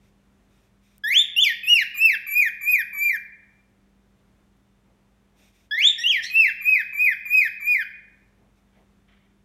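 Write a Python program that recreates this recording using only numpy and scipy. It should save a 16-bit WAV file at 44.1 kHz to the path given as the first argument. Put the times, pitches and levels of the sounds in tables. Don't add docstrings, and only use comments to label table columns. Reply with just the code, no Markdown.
import sys
import numpy as np
from scipy import signal
from scipy.fft import rfft, irfft, next_fast_len
from scipy.io import wavfile
from scipy.ndimage import uniform_filter1d, map_coordinates

SR = 44100
rng = np.random.default_rng(int(sys.argv[2]) if len(sys.argv) > 2 else 0)


def magnitude_from_level(level_db):
    exponent = np.asarray(level_db, float) / 20
    return 10 ** exponent


def output_pcm(signal):
    pcm = np.clip(np.atleast_2d(signal).T, -1, 1) * 32767
    wavfile.write(sys.argv[1], SR, np.round(pcm).astype(np.int16))


N = 416304

# time_s, pitch_hz, fundamental_db, octave_db, overtone_db (last two re fundamental)
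SWEEP_SHAPE = [(0, 1658, -29, -4.5, -21), (.03, 1755, -26, -13, -28.5), (.06, 1941, -17, -31.5, -35.5),
               (.09, 2215, -19, -22.5, -25), (.1, 2401, -20, -24.5, -23.5), (.115, 2940, -19.5, -21, -35),
               (.135, 3310, -12.5, -26, -37.5), (.16, 3597, -14.5, -18.5, -29),
               (.197, 3632, -23.5, -26, -32.5)]
# time_s, pitch_hz, fundamental_db, octave_db, overtone_db
HOOK_SHAPE = [(0, 2753, -22, -36.5, -17.5), (.014, 2766, -19.5, -33, -15),
              (.038, 3041, -15.5, -34.5, -34.5), (.054, 3445, -22, -22, -35),
              (.068, 3351, -13.5, -30, -36.5), (.089, 2530, -23, -14.5, -22), (.1, 2370, -21, -17.5, -30.5),
              (.135, 1917, -14.5, -32.5, -33), (.168, 1744, -33.5, -18.5, -27.5)]
# start_s, stretch, top_shift_hz, level_db
SWEEPS_SUNG = [
    (1.036, 1, -9, 0.26),
    (5.709, 1.044, 23, 0.5),
]
# start_s, stretch, top_shift_hz, level_db
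HOOKS_SUNG = [
    (1.362, 1.01, 129, 0.61),
    (6.036, 1.025, -100, -0.9),
]
# start_s, crest_s, fall_through_2khz_s, low_hz, top_hz
ARCHES_SUNG = [
    (1.631, 1.7, 1.807, 2451, 2897),
    (1.941, 2.032, 2.116, 2382, 2685),
    (2.264, 2.38, 2.442, 2306, 2489),
    (2.608, 2.698, 2.774, 2297, 2492),
    (2.928, 3.04, 3.115, 2295, 2388),
    (6.297, 6.372, 6.465, 2460, 2696),
    (6.604, 6.691, 6.775, 2339, 2548),
    (6.926, 7.019, 7.09, 2298, 2517),
    (7.251, 7.348, 7.434, 2367, 2538),
    (7.599, 7.695, 7.767, 2304, 2478),
]
# fundamental_db, octave_db, overtone_db
ARCH_STAGES = [
    (-31.5, -31.5, -15),
    (-35, -36.5, -9.5),
    (-29.5, -40, -7.5),
    (-18, -30.5, -19),
    (-15, -29.5, -24),
    (-18, -27, -22.5),
    (-17.5, -31.5, -35),
    (-19.5, -29.5, -28),
    (-36, -4, -20.5),
]
# time_s, octave_db, overtone_db, level_db, cancelled_hz (by a close reflection)
HEAD_AIM = [(1, -0.6, 0, -1, 1962), (1.7, 8, -4, -0.5, 2010), (2.1, 0, 0, -.5, 2010),
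            (3.2, -4.5, 0, -3, 1969), (5.7, -1.1, -13.5, -1.5, 1942), (6.4, -1, -11.5, -0.06, 1928),
            (6.8, -9.5, -11.5, -1, 1923), (7.3, -1.5, -7, -0.5, 1970), (7.801, -3.5, -7.5, -4, 1910)]
# freq_hz, gain_db
OVERTONE_COLOUR = [(4500, -4.5), (7000, -8), (8700, -20.5), (9800, -12.5), (10600, -8), (11300, 3.5),
                   (12300, 6), (14000, -5), (15800, -8.5)]
# time_s, gain_db
HEAD_TURN = [(0, 6.5), (4.499, -3.5), (5, 9), (9.5, 2)]

# time_s, pitch_hz, level_db, beak_resonance_hz
MATE_SQUEAK = [
    (5.98, 1808, -37.5, 5600),
    (6.0, 1823, -33.5, 5500),
    (6.03, 1947, -37, 5448),
    (6.06, 1788, -59.5, 5400),
]
# time_s, pitch_hz, level_db, beak_resonance_hz
MATE_TRILL = [
    (6.22, 1830, -46.5, 5600),
    (6.24, 1842, -34, 5760),
    (6.26, 2015, -36, 5200),
    (6.28, 2162, -44, 4150),
    (6.31, 2076, -46.5, 4380),
    (6.335, 2182, -72, 4160),
]
# freq_hz, gain_db
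MATE_THROAT = [(1400, -24.5), (1850, 5), (3200, -7.5), (4300, -1), (5600, -9), (7400, -17), (9800, -21.5),
               (12000, -22.5), (15500, -40)]

# time_s, level_db, ring_db
CLAW_KNOCKS = [
    (1.97, -66, -25),
    (5.985, -70, -20),
    (6.062, -64, -15),
    (6.204, -70, 8),
]
# freq_hz, level_db, t60_s
BAR_MODES = [(175, 5, .6), (725, -3, .5), (1180, -4, .5), (1390, -8, .12), (980, -10, .1)]
# start_s, length_s, level_db
FEATHER_BURSTS = [
    (0, 0.12, -70.5),
    (.48, 0.224, -70.5),
    (.81, 0.19, -66.5),
    (5.35, .17, -62.5),
    (5.5, .19, -65),
    (8.54, 0.075, -71),
]
# freq_hz, density_db
FEATHER_COLOUR = [(880, -16.5), (1500, -11), (1880, -9), (2470, -1.5), (3030, -12), (3610, -4),
                  (4270, -15.5), (5720, -9), (7670, -16.5), (9230, -12.5), (10500, -29.5), (11800, -15),
                  (15500, -24.5)]
# start_s, length_s, level_db
SHUFFLE_BURSTS = [
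    (4.84, .16, -81),
    (8.72, 0.13, -67.5),
    (9.075, 0.274, -60),
]
# freq_hz, density_db
SHUFFLE_COLOUR = [(410, -30), (700, 0), (752, -20), (994, -8), (1640, -4.5), (2310, 1.5), (2580, -10.5),
                  (3110, -3.5), (4660, -24), (6000, -28), (7800, -56), (13200, -120)]
# start_s, length_s, level_db
BUMP_BURSTS = [
    (4.84, 0.12, -68),
    (5.31, .19, -68),
    (8.38, 0.14, -66),
    (8.74, 0.12, -61.5),
]
# freq_hz, density_db
BUMP_COLOUR = [(100, -30), (170, 6), (300, 2), (600, 0.5), (1000, -4.5), (1500, -36)]
# time_s, peak_db
BEAK_TICKS = [
    (.981, -33.5),
    (2.352, -61.5),
    (2.685, -50.5),
    (4.573, -57),
    (5.822, -47.5),
    (6.355, -61),
]

# freq_hz, t60_s
NEAR_DECAY = [(1500, 0.17), (13000, 0.03)]
# freq_hz, t60_s
WALL_DECAY = [(1500, 0.78), (2500, 0.67), (4500, 0.54), (7000, .25), (12000, 0.3), (15000, 0.14)]
# freq_hz, density_db
AIR_COLOUR = [(25, -32.5), (40, -15), (55, -9), (160, -12.5), (240, -15), (470, -21.5), (1060, -26.5),
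              (2200, -30.5), (3000, -34), (3500, -36), (4900, -40.5), (6000, -39.5), (10500, -44.5),
              (15600, -49.5)]
# freq_hz, rms_db, unsteadiness_per_s
HUM_LINES = [(49, -67.5, 8.4), (113.6, -77, 4.9), (197.8, -66, 3), (392, -82, 3), (3564, -90.5, 2.905)]

SETTLE_S, ONSET_SHARP, CLIMB_S, CREEP = 0.03, 0.045, 0.05, 0.13
SAG, VOICE_LEAD_S, SWELL_LATE_S = 0.007, 0.014, 0.0049
FALL_HZ_PER_S, TIP, STEEP_S, STEEP_HZ = 12000, 0.27, 0.0077, 2105
TAIL_S, TAIL_S_PER_KHZ, LINGER_S, SLOW_HZ, END_HZ = 0.052, 0.05, 0.016, 1830, 1550
UNSTEADY_DB, NOTCH_DB, NOTCH_WIDTH_HZ = 1.2, 12, 60
SMEAR_RAD, SMEAR_RAD_PER_DB, DULL_DB_PER_KHZ = 0.15, 0.022, -0.13
FLUTTER_DB, RASP_DB = 2.5, -12
AIR_DB, DRAUGHT_DB = -58.5, 0.5
OCTAVE_ROOM_DB, OVERTONE_ROOM_DB = -2, 2
TOP_HZ = 15800


def unit(x):
    return x / np.sqrt(np.mean(x ** 2) + 1e-20)


def along(points, hz):
    f, v = np.transpose(points)
    return np.interp(np.log(hz + 1), np.log(f + 1), v)


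def wobble(rate_hz, size=N):
    knots = rng.standard_normal(int(size * 1000 / SR) + 4)
    return map_coordinates(knots, [np.arange(size) * min(rate_hz, 999) / SR])


def coloured(spectrum):
    m = next_fast_len(N)
    gain = magnitude_from_level(along(spectrum, np.fft.rfftfreq(m, 1 / SR)))
    return unit(irfft(rfft(rng.standard_normal(m)) * gain, m)[:N])


def played(rows, round_s=0.011, rise_s=0.004, fall_s=0.006):
    s, *cols = np.transpose(rows)
    t = np.arange(s[0], s[-1], 1 / SR)
    gate = np.clip(np.minimum((t - s[0]) / rise_s, (s[-1] - t) / fall_s), 0, 1)
    width = int(round_s * SR) + 1
    curves = [uniform_filter1d(np.interp(t, s, c), width, mode="nearest") for c in cols]
    return round(s[0] * SR), gate, curves


def stretched(shape, start_s, stretch, top_shift_hz, level_db):
    rows = []
    for s, hz, db, *rest in shape:
        shift_hz = top_shift_hz * np.clip((hz - 2900) / 500, 0, 1)
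        rows.append((start_s + stretch * s, hz + shift_hz, db + level_db, *rest))
    return rows


def arch(start_s, crest_s, drop_s, low_hz, top_hz):
    last = start_s == ARCHES_SUNG[-1][0]
    settled_s = start_s + SETTLE_S
    shoulder_s = drop_s - (top_hz - 2000) / FALL_HZ_PER_S
    steep_s = drop_s - STEEP_S
    tail_s = TAIL_S - TAIL_S_PER_KHZ * (top_hz - 2500) / 1000 + LINGER_S * last
    s = [start_s, settled_s, max(crest_s - CLIMB_S, settled_s + 0.004), crest_s, shoulder_s,
         (shoulder_s + steep_s) / 2, steep_s, drop_s + tail_s / 2, drop_s + tail_s]
    hz = [low_hz * (1 + ONSET_SHARP), low_hz, low_hz + CREEP * (top_hz - low_hz), top_hz, top_hz * (1 - SAG),
          top_hz - TIP * (top_hz - STEEP_HZ), STEEP_HZ, SLOW_HZ - 60 * last, END_HZ - 90 * last]
    voiced_s = np.array(s)
    voiced_s[2] += SWELL_LATE_S
    voiced_s[3] -= VOICE_LEAD_S
    grid_s = np.union1d(s, voiced_s)
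    levels = [np.interp(grid_s, voiced_s, c) for c in np.transpose(ARCH_STAGES)]
    return np.column_stack([grid_s, np.interp(grid_s, s, hz)] + levels)


def notes():
    sweeps = [stretched(SWEEP_SHAPE, *r) for r in SWEEPS_SUNG]
    hooks = [stretched(HOOK_SHAPE, *r) for r in HOOKS_SUNG]
    return sweeps + hooks + [arch(*r) for r in ARCHES_SUNG]


def whistle():
    tone, octave, overtones = np.zeros((3, N))
    breath = coloured([(3500, -47.5)] + OVERTONE_COLOUR[1:])
    aim_s, *aim = np.transpose(HEAD_AIM)
    for rows in notes():
        at, gate, (hz, db, octave_db, over_db) = played(rows)
        more_octave, more_over, effort_db, notch_hz = (np.interp(at / SR, aim_s, a) for a in aim)
        octave_db, db = octave_db + more_octave, db + effort_db
        smear_rad = SMEAR_RAD + SMEAR_RAD_PER_DB * abs(more_over)
        fallen_khz = (np.maximum.accumulate(hz) - hz) / 1000
        over_db = over_db + more_over + more_over * DULL_DB_PER_KHZ * fallen_khz
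        n = len(gate)
        t = np.arange(n) / SR
        held_hz = uniform_filter1d(hz, 1300, origin=649, mode="nearest")
        strain = np.clip((held_hz - 3250) / 300, 0, 1)
        droop = 0.074 * np.exp((t - t[-1]) / 0.0047)
        hz = hz * (1 - droop + 0.0035 * wobble(70, n) + 0.02 * strain * wobble(500, n))
        phase = 2 * np.pi * np.cumsum(hz) / SR
        level = gate * magnitude_from_level(db + 3.0 + 2.0 * strain * wobble(297.7, n)) * np.sqrt(2)

        notch_db = NOTCH_DB / (1 + ((hz - notch_hz) / NOTCH_WIDTH_HZ) ** 2)
        note = magnitude_from_level(UNSTEADY_DB * wobble(67, n) - notch_db) * np.sin(phase)
        third = magnitude_from_level(-14.5 - 5 * (hz - 2000) / 1000) * np.sin(3 * phase)
        octave[at:at + n] += level * magnitude_from_level(octave_db + 3.26 * wobble(60, n)) * (np.sin(2 * phase) + third)

        high = np.zeros(n)
        for k in range(3, 12):
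            partial_gain = (k * hz < 16500) * magnitude_from_level(along(OVERTONE_COLOUR, k * hz) + 4.3 * wobble(60, n))
            high += partial_gain * np.sin(k * phase + smear_rad * wobble(220, n))
        onset = 1 - np.exp(-t / 0.008)
        overtones[at:at + n] += level * onset * magnitude_from_level(over_db - 2.5) * (high + magnitude_from_level(-24) * breath[at:at + n])

        half_db = -55 - 0.04 * (hz[0] - 2400) + 4 * wobble(120, n) - 60 * t / 0.55
        half = magnitude_from_level(half_db) * np.sin(phase / 2 + 1.5 * wobble(200, n)) * (2200 < hz[0] < 2700)
        dull = uniform_filter1d(uniform_filter1d(rng.standard_normal(n + 1), size=14), size=9)
        pop = magnitude_from_level(-50.5 - 60 * t / 0.025) * np.diff(dull)
        tone[at:at + n] += level * note + gate * half + pop
    return tone, octave, overtones


def mate():
    out = np.zeros(N)
    for rows, depth, rough, trilled in ((MATE_SQUEAK, 0.004, 0.012, 0), (MATE_TRILL, 0.055, 0.025, 1)):
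        at, gate, (hz, db, beak_hz) = played(rows)
        n = len(gate)
        flutter = np.sin(2 * np.pi * 105 * np.arange(n) / SR)
        hz = hz * (1 + depth * flutter + rough * wobble(470, n))
        phase = 2 * np.pi * np.cumsum(hz) / SR
        voice = np.zeros(n)
        for k in range(1, 9):
            beak_db = 10 / (1 + ((k * hz - beak_hz) / 900) ** 2)
            partial_db = along(MATE_THROAT, k * hz) + beak_db + 3 * wobble(120, n)
            voice += magnitude_from_level(partial_db) * np.sin(k * phase + k * k)
        rasp = magnitude_from_level(RASP_DB) * trilled * coloured([(2600, -61.5)] + MATE_THROAT[2:])[:n]
        out[at:at + n] += gate * magnitude_from_level(db - FLUTTER_DB * trilled * flutter) * (voice + rasp)
    return out


def cage():
    out, t = np.zeros(N), np.arange(SR // 2) / SR
    for s, db, ring_db in CLAW_KNOCKS:
        ring = np.zeros(len(t))
        for hz, level_db, t60_s in BAR_MODES:
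            ring += magnitude_from_level(level_db + rng.normal(0, 2.5) - 60 * t / t60_s) * np.sin(2 * np.pi * hz * t)
        tap = magnitude_from_level(15 - 60 * t / 0.025) * uniform_filter1d(rng.standard_normal(len(t)), size=12)
        out[round(s * SR):][:len(t)] += magnitude_from_level(db) * (magnitude_from_level(ring_db) * ring + tap)
    return out


def swells(rows, rise_s, sag_db_per_s):
    gain = np.zeros(N)
    for s, length_s, db in rows:
        ends = [(s, db), (s + length_s, db - sag_db_per_s * length_s)]
        at, gate, (level_db,) = played(ends, rise_s=rise_s, fall_s=0.032)
        gain[at:at + len(gate)] += gate * magnitude_from_level(level_db)
    return gain


def fidgets():
    feathers = coloured(FEATHER_COLOUR) * magnitude_from_level(0.72 * wobble(48))
    shuffles = coloured(SHUFFLE_COLOUR) * magnitude_from_level(1.87 * wobble(58))
    out = swells(FEATHER_BURSTS, rise_s=0.05, sag_db_per_s=22) * feathers
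    out += swells(SHUFFLE_BURSTS, rise_s=0.018, sag_db_per_s=70) * shuffles
    out += swells(BUMP_BURSTS, rise_s=0.04, sag_db_per_s=15) * coloured(BUMP_COLOUR)
    t = np.arange(400) / SR
    for s, db in BEAK_TICKS:
        click = np.diff(rng.standard_normal(len(t) + 1))
        out[round(s * SR):][:len(t)] += magnitude_from_level(db - 6.0 - 60 * t / 0.0033) * click
    return out


def echo(x, decay, delay_s):
    hz, t, z = signal.stft(rng.standard_normal(SR), SR, nperseg=256)
    fade = magnitude_from_level(-60 * t / along(decay, hz)[:, None])
    tail = signal.istft(z * fade, SR, nperseg=256)[1]
    delayed = np.pad(x, (int(delay_s * SR), 0))
    return signal.fftconvolve(delayed, tail / np.linalg.norm(tail))[:N]


def background():
    t = np.arange(N) / SR
    hum = np.zeros(N)
    for hz, db, rate_hz in HUM_LINES:
        level = magnitude_from_level(db + 2.5 + 1.2 * wobble(rate_hz))
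        hum += level * np.sin(2 * np.pi * hz * t + 1.0 * wobble(rate_hz))
    return magnitude_from_level(AIR_DB - 6.0 + DRAUGHT_DB * wobble(3.7)) * coloured(AIR_COLOUR) + hum


def scene():
    tone, octave, overtones = whistle()
    other = mate()
    turn_s, turn_db = np.transpose(HEAD_TURN)
    turn = magnitude_from_level(np.interp(np.arange(N) / SR, turn_s, turn_db))
    treble = magnitude_from_level(OCTAVE_ROOM_DB) * octave + magnitude_from_level(OVERTONE_ROOM_DB) * overtones
    sent = tone + turn * treble + other + cage()
    room = magnitude_from_level(-12.5) * echo(sent, NEAR_DECAY, 0.003) + magnitude_from_level(-15.5) * echo(sent, WALL_DECAY, 0.016)
    direct = tone + octave + overtones + other + cage()
    return (direct + room + fidgets() + background())[None]


def roll_off(x):
    return signal.sosfilt(signal.butter(12, 15800, fs=SR, output="sos"), x)


def record(dry):
    loud_db = 10 * np.log10(np.abs(uniform_filter1d(dry ** 2, int(0.4 * SR))) + 1e-9)
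    x = dry * magnitude_from_level(-1.5 * np.clip((loud_db + 55) / 15, 0, 1))
    m = next_fast_len(N)
    passed = np.fft.rfftfreq(m, 1 / SR) < TOP_HZ
    mix = irfft(rfft(x, m) * passed, m)[:, :N]
    return roll_off(mix)


dry = scene()
out = record(dry)
output_pcm(out)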